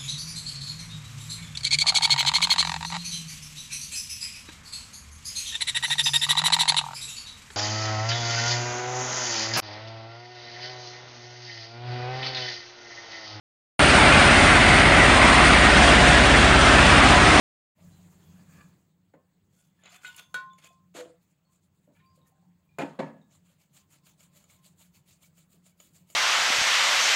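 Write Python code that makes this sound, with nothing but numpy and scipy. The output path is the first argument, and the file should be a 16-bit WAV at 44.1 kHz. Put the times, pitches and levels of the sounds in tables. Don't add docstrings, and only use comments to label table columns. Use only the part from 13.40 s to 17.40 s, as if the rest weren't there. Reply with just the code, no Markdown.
import sys
import numpy as np
from scipy import signal
from scipy.fft import rfft, irfft, next_fast_len
from scipy.io import wavfile
from scipy.ndimage import uniform_filter1d, map_coordinates

SR = 44100
rng = np.random.default_rng(int(sys.argv[2]) if len(sys.argv) > 2 else 0)


def gain_from_db(level_db):
    decades = np.asarray(level_db, float) / 20
    return 10 ** decades


def pcm_store(signal):
    levels = np.round(np.clip(np.atleast_2d(signal), -1, 1) * 32767)
    wavfile.write(sys.argv[1], SR, levels.astype(np.int16).T)


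N = 176400
SHAKE_HZ = 16.557

# (frequency [Hz], level [dB per Hz])
DECK_COLOUR = [(290, -25.5), (510, -15.5), (580, -3), (730, -2), (1000, -7), (1700, -5), (2600, -7.5),
               (4000, -17.5), (5200, -25.5), (8800, -120)]
# (time [s], low centre [Hz], low boost [dB], high centre [Hz], high boost [dB])
CHUTE_RESONANCES = [(.4, 1420, 3.5, 2800, 0), (.75, 1410, 3.5, 2140, 4), (1.3, 1410, 3.5, 2070, 6),
                    (1.85, 1104, 5.5, 1980, 4), (2.3, 1480, 3, 2045, 3.5), (2.8, 1420, 1, 1750, 1.5),
                    (3.3, 1234, 4, 1630, 2), (3.65, 1195, 5, 2100, 0.5), (4, 1170, 2, 2180, 1.5)]
# (frequency [Hz], level [dB per Hz])
FRAME_COLOUR = [(18, -29), (40, -16.5), (70, -7.5), (105, -6), (160, -2.5), (289, -2.5), (470, -9.5),
                (560, -10.5), (730, -35), (1230, -120)]
# (frequency [Hz], level [dB per Hz])
STONES_FACING_COLOUR = [(1880, -27), (3200, -6), (3460, -6.5), (4710, -8.5), (5590, -12), (7650, -14),
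                        (9070, -8), (9630, -6.5), (12500, -41.5), (21200, -120)]
# (frequency [Hz], level [dB per Hz])
STONES_TURNED_COLOUR = [(1880, -25), (3200, -4), (6750, -10.5), (9240, -11.5), (9630, -8), (12500, -39.5),
                        (21200, -120)]
# (time [s], load [dB], camera turned [0-1])
LOAD_AND_TURN = [
    (.4, 0.5, 0.05),
    (1.1, 0.4, 0.44),
    (1.5, 0, 0.5),
    (2.1, 0.5, 0.5),
    (2.5, 0.34, 0.9),
    (3.2, 0.1, 0.9),
    (4, 0.5, 0.8),
]
# (multiple of the shake [-], level [dB], quietest moment [s],
# time between quiet moments [s], depth of the swell [0-1])
SHAFT_ORDERS = [(3, -24.8, -.25, 5.6, .9), (4, -22, 1.15, 3.3, .8), (5, -28.5, 2.6, 2.9, .97),
                (6, -29.5, 2.4, 2.1, .95), (7, -35, 2, 3, .5), (8, -32, 2.5, 2.5, .4), (9, -33, 1.2, 2, .5),
                (10, -38, 1, 1.5, .6), (15, -38, 1, 2, .5)]
# (frequency [Hz], level [dB], width [Hz])
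GEAR_TONES = [(223.2, -37, 9.5), (276, -36.5, 8.1), (382, -38, 18), (572, -35.5, 9.2), (720, -33.5, 2.4),
              (1003, -39, 8), (3437, -43.5, 12)]


def unit(x):
    return x / np.sqrt(np.mean(x ** 2) + 1e-20)


def wobble(rate):
    knots = rng.standard_normal(int(N * rate / SR) + 4)
    return map_coordinates(knots, [np.arange(N) * rate / SR])


def filtered(x, response):
    m = next_fast_len(N + 8192)
    return irfft(rfft(x, m) * response(np.fft.rfftfreq(m, 1 / SR)), m)[..., :N]


def coloured(x, points):
    f, db = np.transpose(points)
    return unit(filtered(x, lambda hz: gain_from_db(np.interp(np.log(hz + 1), np.log(f + 1), db))))


def smooth_field(shape, bins, frames):
    field = uniform_filter1d(rng.standard_normal(shape), bins, axis=0)
    return unit(uniform_filter1d(field, frames, axis=1))


def chute_boost_db(hz, t):
    s, *columns = np.transpose(CHUTE_RESONANCES)
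    low_hz, low_db, high_hz, high_db = [np.interp(t, s, c) for c in columns]

    def bell(centre, width):
        return np.exp(-.5 * ((hz[:, None] - centre) / width) ** 2)

    return low_db * bell(low_hz, 150) + high_db * bell(high_hz, 160)


def patchy(patchy_db, size, chute=False):
    hz, t, z = signal.stft(rng.standard_normal(N), SR, nperseg=512)
    gain_db = patchy_db * smooth_field(z.shape, *size)
    if chute:
        gain_db = gain_db + chute_boost_db(hz, t)
    return unit(signal.istft(z * gain_from_db(gain_db), nperseg=512)[1][:N])


def deck_roar(load_db, throw):
    roar = coloured(patchy(.5, size=(2, 10), chute=True), DECK_COLOUR)
    return gain_from_db(-15.5 + load_db) * (1 + .034 * throw) * roar


def frame_rumble(load_db):
    level_db = -21 + .6 * load_db + .4 * wobble(5.15)
    return gain_from_db(level_db) * coloured(patchy(0.7, size=(3, 16)), FRAME_COLOUR)


def clatter():
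    grains_per_s, centre_hz, cycles, spread_db = 1200, 5170, 3, 2
    when, pitch, strength = rng.random((3, int(grains_per_s * N / SR), 1))
    hz = np.clip(centre_hz * np.exp(1.67 * (pitch - .5)), 500, 12000)
    turns = np.arange(96) / SR * hz
    ring = np.sin(2 * np.pi * turns) * np.exp(-3 * turns / cycles)
    grains = gain_from_db(-spread_db * np.log(strength + 1e-4)) * ring
    at = (when * N).astype(int) + np.arange(96)
    return unit(np.bincount(at.ravel(), grains.ravel(), N + 96)[:N])


def stone_fizz(load_db, throw, turned):
    grain_share = 0.092
    rattle = np.sqrt(1 - grain_share) * patchy(0.71, size=(5, 8)) + np.sqrt(grain_share) * clatter()
    facing = coloured(rattle, STONES_FACING_COLOUR)
    away = coloured(rattle, STONES_TURNED_COLOUR)
    fizz = (1 - turned) * facing + turned * away
    level_db = -27 + 1.08 * load_db + 0.65 * wobble(6.55) + 0.69 * wobble(13)
    return gain_from_db(level_db) * (1 + .076 * throw) * fizz


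def screen():
    t = np.arange(N) / SR
    s, load, turn = np.transpose(LOAD_AND_TURN)
    load_db = np.interp(t, s, load) + .25 * wobble(8) + .3 * wobble(15)
    turned = np.interp(t, s, turn)
    throw = np.cos(2 * np.pi * (SHAKE_HZ * t - 0.25) + 0.32 * wobble(2.2))
    return deck_roar(load_db, throw) + frame_rumble(load_db) + stone_fizz(load_db, throw, turned)


def shaker():
    first_thump_s, smear_rad = .0375, .68
    t, out = np.arange(N) / SR, np.zeros(N)
    for k, db, quiet_s, span_s, depth in SHAFT_ORDERS:
        slide = np.sin(np.pi * (t - quiet_s) / span_s) * depth + 1j * (1 - depth)
        phase = 2 * np.pi * k * SHAKE_HZ * (t - first_thump_s) + smear_rad * (k - 3) * (k - 4)
        unsteady = gain_from_db(.6 * wobble(3)) * np.exp(.08j * wobble(3))
        out += np.sqrt(2) * gain_from_db(db) * np.real(slide * unsteady * np.exp(1j * phase))
    return out


def motors():
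    out = np.zeros(N)
    for hz, db, width in GEAR_TONES:
        tone = filtered(rng.standard_normal(N), lambda f: 1 / (1 + (2 * (f - hz) / width) ** 2))
        out += gain_from_db(db) * unit(tone)
    return out


def scene():
    return (screen() + shaker() + motors())[None]


def soft_ceiling(x):
    ceiling, knee = .72, 4.5
    return x / (1 + np.abs(x / ceiling) ** knee) ** (1 / knee)


def streaked(x):
    hz, _, z = signal.stft(x, SR, nperseg=1024)
    streaks = unit(uniform_filter1d(rng.standard_normal(z.shape), size=3, axis=-1))
    patches = smooth_field(z.shape[-2:], 3, 5)
    weak = ((hz > 5200) * (hz < 8500))[:, None]
    keep = 1 - weak / (1 + np.exp(-14 * (patches - 2.1)))
    gain = gain_from_db(2.4 * streaks * (hz[:, None] > 800))
    return signal.istft(z * keep * gain, SR, nperseg=1024)[1][..., :N]


def ghost_hiss():
    def band(low, high):
        return unit(filtered(rng.standard_normal(N), lambda f: (f > low) * (f < high) * (f / SR) ** 8))

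    ragged = uniform_filter1d(1. * (wobble(30) > .2), size=200)
    hiss = band(12300, 13650) + 0.33 * band(11600, 12300) * ragged
    return gain_from_db(-69 + 1.2 * wobble(25)) * hiss


def band_limit(x):
    return signal.sosfilt(signal.butter(12, 13550, fs=SR, output="sos"), x)


def record(dry):
    start_s, fade_s, top_hz = .3932, 0.00046, 9608
    x = streaked(soft_ceiling(dry))
    gate = np.clip((np.arange(N) / SR - start_s) / fade_s, 0, 1)
    x = filtered(x * gate, lambda f: 1 / (1 + (f / top_hz) ** 300))
    return band_limit(x + gate * ghost_hiss())


dry = scene()
out = record(dry)
pcm_store(out)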